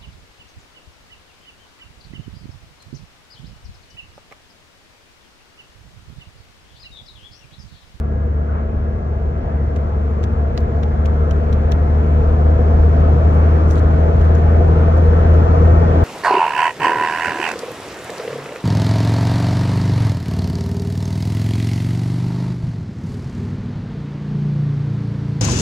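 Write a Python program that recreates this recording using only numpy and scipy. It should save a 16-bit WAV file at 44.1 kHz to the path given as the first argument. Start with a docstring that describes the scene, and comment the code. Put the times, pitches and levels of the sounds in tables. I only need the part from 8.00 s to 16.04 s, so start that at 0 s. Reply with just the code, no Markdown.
"""Inside a large vehicle that gathers speed, heard by a phone held low between the seats.
The engine booms on its rising firing rate and gears whine faintly, both built from sines.
Tyres and air roar through the hollow body as shaped noise; kicked resonators make trim panels ping.
Something small and hard ticks close by, as paired clicks with a rattle, ring and thud.
Cloth rustles briefly, as short bursts of grainy band noise."""
import sys
import numpy as np
from scipy import signal
from scipy.fft import rfft, irfft, next_fast_len
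from scipy.io import wavfile
from scipy.ndimage import uniform_filter1d, minimum_filter1d

SR = 44100
rng = np.random.default_rng(int(sys.argv[2]) if len(sys.argv) > 2 else 0)


def inscribe(sig):
    """Save sig as 16-bit PCM at rate SR to the path in sys.argv[1].

    A 1-D sig is mono; a 2-D sig holds one channel per row.
    Samples are clipped to [-1, 1] before scaling.
    """
    pcm = np.round(np.clip(np.atleast_2d(sig).T, -1, 1) * 32767)
    wavfile.write(sys.argv[1], SR, pcm.astype(np.int16))


N = 354563

# Road roar growing with speed. Each row: time in seconds, base level in dB.
ROAR_GROWTH = [(0, -35), (1, -33.5), (2.5, -30.5), (4, -27.5), (5.2, -24.5), (6.5, -24), (8.04, -21)]


def undb(db):
    """Amplitude factor for a level in dB."""
    return 10 ** (np.asarray(db) / 20)


def walk(rate):
    """Random levels held 1 / rate seconds and smoothed twice; spread near 1."""
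    hold = int(SR / rate)
    steps = np.repeat(rng.standard_normal(N // hold + 1), hold)
    return 1.255 * uniform_filter1d(uniform_filter1d(steps, hold), hold)[:N]


def along_time(table):
    """Each column of a table drawn as a line through its times."""
    seconds, *columns = np.transpose(table)
    return [np.interp(np.arange(N) / SR, seconds, column) for column in columns]


def along_hz(table, hz):
    """Each column of a table drawn as a line over log frequency."""
    table_hz, *columns = np.transpose(table)
    return [np.interp(np.log(hz + 1), np.log(table_hz), column) for column in columns]


def left_right(mid, side):
    """Turn mid and side into left and right."""
    return np.array([mid + side, mid - side])


def fading(t, t60_s):
    """Exponential fall by 60 dB in t60_s seconds."""
    return np.exp(-np.log(1000) * t / t60_s)


def engine():
    """Boom and gear whine: sines at multiples of the firing rate, each wavering in level by itself."""
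    # Each row: time in seconds, firing rate in Hz, boom level in dB.
    engine_run = [(0, 73.7, -20.3), (1.9, 73.65, -20.5), (2.4, 73.8, -18.8), (3.1, 74.7, -15.7),
                  (3.9, 75.8, -13.7), (5.1, 77.6, -11.8), (6.3, 79.35, -11.3), (7.1, 80.7, -10.6),
                  (8.04, 81.9, -10.5)]
    # Each row: multiple of the firing rate, level re the boom in dB, gain in dB per Hz of firing rate,
    # side minus mid in dB, side phase in radians, waver in dB.
    engine_orders = [(1, 0, 0, -23, .8, .5), (2, -15, .3, -15, -.5, .6), (3, -20.5, -1.6, -9, -.9, .6),
                     (4, -31, 0, -10, -.6, 1.5), (6, -32, .4, -8, -.6, 3.0),
                     (18.75, -46, 2.0, -3, 1.5, 2.5), (22.54, -36, -.2, -4, 2.0, 2.0),
                     (27.95, -56, -3.5, 0, 2.2, 2.5)]
    mid_rate_hz = 77  # the order levels hold at this firing rate
    dead_hz, dead_width_hz, dead_db = 1755, 70, -9  # the panels pass little engine tone around here
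    rate_hz, boom_db = along_time(engine_run)
    turn = 2 * np.pi * np.cumsum(rate_hz * (1 + .0003 * walk(5))) / SR
    out = 0
    for order, order_db, slope_db, side_db, lead, waver_db in engine_orders:
        phase = order * turn + .04 * walk(9) + 2 * np.pi * rng.random()
        level_db = boom_db + order_db + slope_db * (rate_hz - mid_rate_hz) + waver_db * walk(11)
        level_db = level_db + dead_db / (1 + ((order * rate_hz - dead_hz) / dead_width_hz) ** 2)
        mid = np.sin(phase)
        side = undb(side_db) * np.sin(phase + lead)
        out = out + np.sqrt(2) * undb(level_db) * left_right(mid, side)
    return out


def roar():
    """Tyre and air noise in the body resonances; half-octave bands flicker alone over the road surface."""
    # Each row: frequency in Hz, relative mid density in dB per Hz.
    mid_colour = [(18, -39), (27, -24.5), (40, -12.5), (60, -11), (95, -13), (134, -18), (190, -22),
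                  (320, -26), (560, -29), (900, -39), (1600, -45.5), (2560, -59.5), (3600, -68),
                  (5100, -73.5), (6100, -72), (7600, -79.5), (8800, -97), (15500, -100)]
    # Each row: frequency in Hz, side density in dB per Hz on the scale of the mid.
    side_colour = [(20, -59), (40, -43), (95, -30), (134, -38.5), (190, -29.5), (320, -40.5), (450, -35.5),
                   (640, -30), (900, -31.5), (1500, -44), (1850, -58), (2560, -54), (3700, -67),
                   (4900, -67), (6200, -71.5), (7300, -74.5), (12000, -79.5), (15500, -96)]
    # Cabin resonances and dips. Each row: centre in Hz, width in Hz, lift in dB.
    cabin = [(475, 121, 7), (545, 26, -7), (664, 49, 8), (1050, 85, 1), (1333, 140, 4.5), (1610, 43, 0.5),
             (1886, 29, 3), (2260, 130, 1.5), (2830, 130, -3), (3420, 90, 2.5), (4170, 120, 3)]
    # How side follows mid at the two microphone ports.
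    # Each row: frequency in Hz, likeness from 0 to 1, phase in radians.
    ports = [(40, .5, 1.6), (95, .8, .7), (135, .55, -.1), (250, .72, -.4), (450, .68, -.6),
             (700, .56, -1.5), (905, .32, -.2), (1200, .68, -.9), (1800, .3, -1.5), (2200, .3, -4.4),
             (3200, .35, -3.2), (4500, .45, -4.2), (6500, .65, -4.5), (9500, .1, -5.1)]
    rumble_start_db, rumble_rise_db_per_s = 4.5, -0.7  # lows re the roar: they grow more slowly
    rumble_top_hz, rumble_octaves = 70, 3.15  # full below the top, faded out over this span above it
    hiss_db = 3  # extra treble, blended in from 750 Hz to 2250 Hz
    swell_s, swell_length_s, swell_db, swell_top_hz = 0.576, 0.058, 5.5, 3300

    size = next_fast_len(N)
    hz = np.arange(size // 2 + 1) * SR / size
    lift_db = sum(db / (1 + ((hz - f) / (width / 2)) ** 2) for f, width, db in cabin)
    shared, own = rfft(rng.standard_normal((2, size)))
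    like, lead = along_hz(ports, hz)
    like = np.clip(like, 0, 1)
    side_noise = like * np.exp(1j * lead) * shared + np.sqrt(1 - like ** 2) * own
    mid = undb(along_hz(mid_colour, hz)[0] + lift_db) * shared
    side = undb(along_hz(side_colour, hz)[0] + lift_db) * side_noise
    # the mid between 250 Hz and 1500 Hz sets the overall scale
    middle = (hz > 250) & (hz < 1500)
    scale = np.sqrt(2 * np.sum(np.abs(mid[middle]) ** 2)) / size

    t = np.arange(N) / SR
    roar_db = along_time(ROAR_GROWTH)[0]
    rumble_db = rumble_start_db + rumble_rise_db_per_s * t
    # gusts lift the upper middle bands together, with one brief stronger swell
    swell = 0.3 * walk(7.9) + swell_db * np.exp(-((t - swell_s) / swell_length_s) ** 2)
    step = 2 * np.log2(np.maximum(hz, 20) / 20)  # half octaves above 20 Hz
    out = 0
    for k in range(21):
        band = np.cos(np.pi / 2 * np.clip(step - k, -1, 1)) ** 2
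        centre = 20 * 2 ** (k / 2)
        lowness = np.clip(1 - np.log2(centre / rumble_top_hz) / rumble_octaves, 0, 1)
        flicker_db = .3 + min(centre / 700, .9) - min(centre / 8000, .6)
        swell_share = np.clip(centre / 1500, 0, 1) * (centre < swell_top_hz)
        band_db = roar_db + rumble_db * lowness + hiss_db * np.clip(centre / 1500 - .5, 0, 1)
        band_db = band_db + flicker_db * walk(10) + swell_share * swell
        out = out + undb(band_db) * irfft(band * left_right(mid, side), size)[:, :N]
    return out / scale


def pings():
    """Bumps in the road kick trim panels, which ring and die away; each kick has its own side."""
    # Each row: panel pitch in Hz, kick level re the roar in dB.
    panels = [(380, -3.5), (520, -5.5), (700, -3), (850, -8), (1150, -13.5), (1300, -15), (1460, -17.5),
              (1700, -22)]
    # One clear ping: time in seconds, pitch in Hz, kick level in dB.
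    clear_s, clear_hz, clear_db = (.485, 1450, -35)
    kicks_per_s, ring_t60_s, spread_db = 12, .1, 2.2  # kick rate is for each panel
    roar_db = along_time(ROAR_GROWTH)[0]
    clear = np.zeros(N)
    clear[int(clear_s * SR)] = undb(clear_db)
    voices = [(clear_hz, clear * np.ones((2, 1)))]
    for hz, panel_db in panels:
        when = rng.random(N) < kicks_per_s / SR
        extra_db = spread_db * rng.exponential(size=N)
        pan = rng.uniform(-1, 1, N)
        voices.append((hz, when * undb(roar_db + panel_db + extra_db) * left_right(0.61, pan)))
    push = np.hanning(400)  # softens the onset of each kick
    fall = fading(1 / SR, ring_t60_s)
    out = 0
    for hz, kicks in voices:
        pushed = signal.oaconvolve(kicks, push[None] / push.sum())[:, :N]
        shape = signal.lfilter([1], [1, -fall], pushed)
        out = out + shape * np.sin(2 * np.pi * hz * np.cumsum(1 + .012 * walk(3)) / SR)
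    return out


def ticks():
    """Two quick contacts, each a hard click, rattling tail, ring and thud; each port hears its own version."""
    # Each row: start in seconds, level in dB, left minus right in dB, brightness in dB per octave,
    # second contact re the first in dB, pitch that rings most in Hz.
    tick_events = [(1.7602, -33.5, -2, 0, 0.5, 2100), (2.23, -36, -1, 3, -12, 3100),
                   (2.238, -26.5, -1, 2, -11, 2400), (2.5685, -42, -2, -1, -20, 4800),
                   (2.576, -19.5, -3, -1.5, -21, 4600), (2.6044, -39, -1, 12, -15, 4300),
                   (2.765, -46, 3, 4, -10, 4300), (2.8295, -33, 6.5, -3, 9, 2100),
                   (3.056, -29, -2, 2, -1, 2900), (3.3088, -26.5, -3, 1.5, -12, 2900),
                   (3.5268, -29, -2, 2, -5, 3300), (3.716, -31, 0, 5, -6, 5900),
                   (3.7197, -22, -2, 0, -17, 3200), (5.7095, -31, -7, 5, -20, 5900),
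                   (5.755, -34, -1, 0, -5, 3800), (5.7795, -35, -1, -1, -4, 3800),
                   (5.7925, -37, 0, 2, -10, 4000), (6.2123, -38, 1, 3, -14, 3100),
                   (6.2494, -41, 6, 5, -15, 2600), (6.3508, -34.5, -1, 3, -15, 6000),
                   (6.786, -42, 1, 5, -15, 4400), (7.3407, -34, -4, 0, -13, 2600)]
    # Each row: ring pitch in Hz, level in dB, time to fall 60 dB in seconds.
    ring_modes = [(1500, -1.5, .03), (2150, -1.5, .03), (2600, -3, .03), (3100, -1.5, .03),
                  (3750, -2.5, .025), (4400, -3, .02), (5700, -3, .018)]
    # Each row: frequency in Hz, relative mid density in dB per Hz, relative side density in dB per Hz.
    crack_colour = [(900, -3, -3.5), (1700, 3.5, 0.5), (3200, 0.5, 1.5), (4100, -1.5, -2), (5000, -8.5, -4),
                    (5900, -2.5, -2), (7600, -11.5, -8), (9000, -33.5, -11), (13000, -20.5, -14.5),
                    (15500, -25, -23)]
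    click_s, click_peak = 0.00109, 2.2  # half length; height over the tail's scale
    rattle_db, rattle_t60_s, tail_db, tail_t60_s = -3.5, .012, -14, .045
    ring_db, ring_fall_db_per_octave = -12, 7  # modes away from the favoured pitch ring less
    thud_db, thud_hz, thud_t60_s = -9, 780, .04
    favour_lift_db, favour_octaves = 7, 0.23  # the crack is lifted around the pitch that rings most
    bounce_s = 0.0038

    length = 2048
    out = np.zeros((2, N + SR))
    t = np.arange(length) / SR
    bins = np.arange(length // 2 + 1) * SR / length
    mode_hz, mode_db, mode_t60 = np.transpose(ring_modes)[:, :, None]
    count = len(tick_events)
    chance = rng.standard_normal((count, 2, 3, len(ring_modes), 1))
    # axes: tick, mid or side, contact, frequency
    noise = rfft(rng.standard_normal((count, 2, 2, length)))
    # pulses centred at click_s, each with a random phase
    pulses = np.exp(2j * np.pi * (rng.random((count, 2, 2, 1)) - bins * click_s))
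    rise = 1 - np.exp(-t / click_s)
    click_window = np.exp(-((t - click_s) / click_s) ** 2)
    tail_shape = undb(rattle_db) * fading(t, rattle_t60_s) + undb(tail_db) * fading(t, tail_t60_s)
    thud = fading(t, thud_t60_s) * np.sin(2 * np.pi * thud_hz * t)
    thud = undb(thud_db) * thud * np.array([[1], [-1]])  # opposite at the two ports

    for event, draw, grit, pulse in zip(tick_events, chance, noise, pulses):
        start_s, level_db, pan_db, tilt_db, bounce_db, ring_hz = event
        favour_db = favour_lift_db * np.exp(-(np.log2((bins + 1) / ring_hz) / favour_octaves) ** 2)
        colour_db = np.array(along_hz(crack_colour, bins))[:, None]
        colour = undb(colour_db + tilt_db * np.log2((bins + 1) / 4000) + favour_db)
        # contact first, then left and right
        clicks = np.swapaxes(left_right(*irfft(pulse * colour)), 0, 1)
        tails = np.swapaxes(left_right(*irfft(grit * colour)), 0, 1)
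        clicks = clicks * click_window * click_peak / np.abs(clicks).max()
        tails = tails / tails.std() * tail_shape

        away_db = ring_fall_db_per_octave * np.abs(np.log2(mode_hz / ring_hz))
        ring = []
        for vary_level, vary_pitch, vary_phase in draw:
            size = undb(mode_db + 2.1 * vary_level - away_db)
            cycles = mode_hz * (1 + 0.04 * vary_pitch) * t + vary_phase
            ring.append(np.sum(size * fading(t, mode_t60) * np.sin(2 * np.pi * cycles), axis=0))
        ring = np.array(ring)

        pan = np.array([[pan_db], [-pan_db]]) / 2
        for click, tail, late_s, change_db in zip(clicks, tails, (0, bounce_s), (0, bounce_db)):
            hit = click + rise * (tail + undb(ring_db) * ring) + thud
            i = int((start_s + late_s) * SR)
            out[:, i:i + length] += hit * undb(level_db + change_db + pan)
    return out[:, :N]


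def rustle():
    """Cloth brushes past: short, grainy noise, each brush with its own colour."""
    # Each row: start in seconds, length in seconds, level before filtering in dB, centre in Hz,
    # side gain re mid in dB.
    brushes = [(5.326, .04, -59, 9500, 11), (5.673, 0.081, -45, 6600, 3), (5.745, 0.055, -42, 3500, 1),
               (5.742, 0.065, -48, 6900, 3), (6.183, .075, -64, 9000, 13), (6.34, .07, -58, 5500, 4),
               (6.967, 0.019, -49, 6800, 3), (7.22, .07, -75, 10500, 9)]
    half_width_octaves, mid_top_hz = .5, 7800  # above this top the side carries nearly all the hiss
    pan_db = -1.5  # left minus right
    grain = rng.standard_normal((2, N)) * undb(2.5 * walk(220))
    mid_cut = signal.butter(N=8, Wn=mid_top_hz, fs=SR, output="sos")
    out = 0
    for start_s, length_s, level_db, hz, side_db in brushes:
        i, j = int(start_s * SR), int((start_s + length_s) * SR)
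        edges = hz * 2 ** np.array([-half_width_octaves, half_width_octaves])
        band = signal.butter(N=2, Wn=edges, btype="band", fs=SR, output="sos")
        stroke = np.sin(np.pi * np.arange(j - i) / (j - i)) ** 0.86
        mid, side = signal.sosfilt(band, grain[:, i:j]) * stroke
        mid = signal.sosfilt(mid_cut, mid)
        brush = undb(level_db) * left_right(mid, undb(side_db) * side)
        out = out + np.pad(brush, ((0, 0), (i, N - j)))
    return out * undb(np.array([[pan_db], [-pan_db]]) / 2)


def scene():
    """All sources together inside the vehicle."""
    return engine() + roar() + pings() + ticks() + rustle()


def record(dry):
    """A look-around limiter eases the highest peaks; the phone cuts the top steeply."""
    knee, top_hz = .93, 15700
    gain = np.minimum(1, knee / (np.abs(dry).max(axis=0) + 1e-9))
    gain = uniform_filter1d(minimum_filter1d(gain, size=441), size=441)  # 10 ms windows
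    top_cut = signal.ellip(8, .2, 70, top_hz, fs=SR, output="sos")
    return signal.sosfilt(top_cut, dry * gain)


dry = scene()
out = record(dry)
inscribe(out)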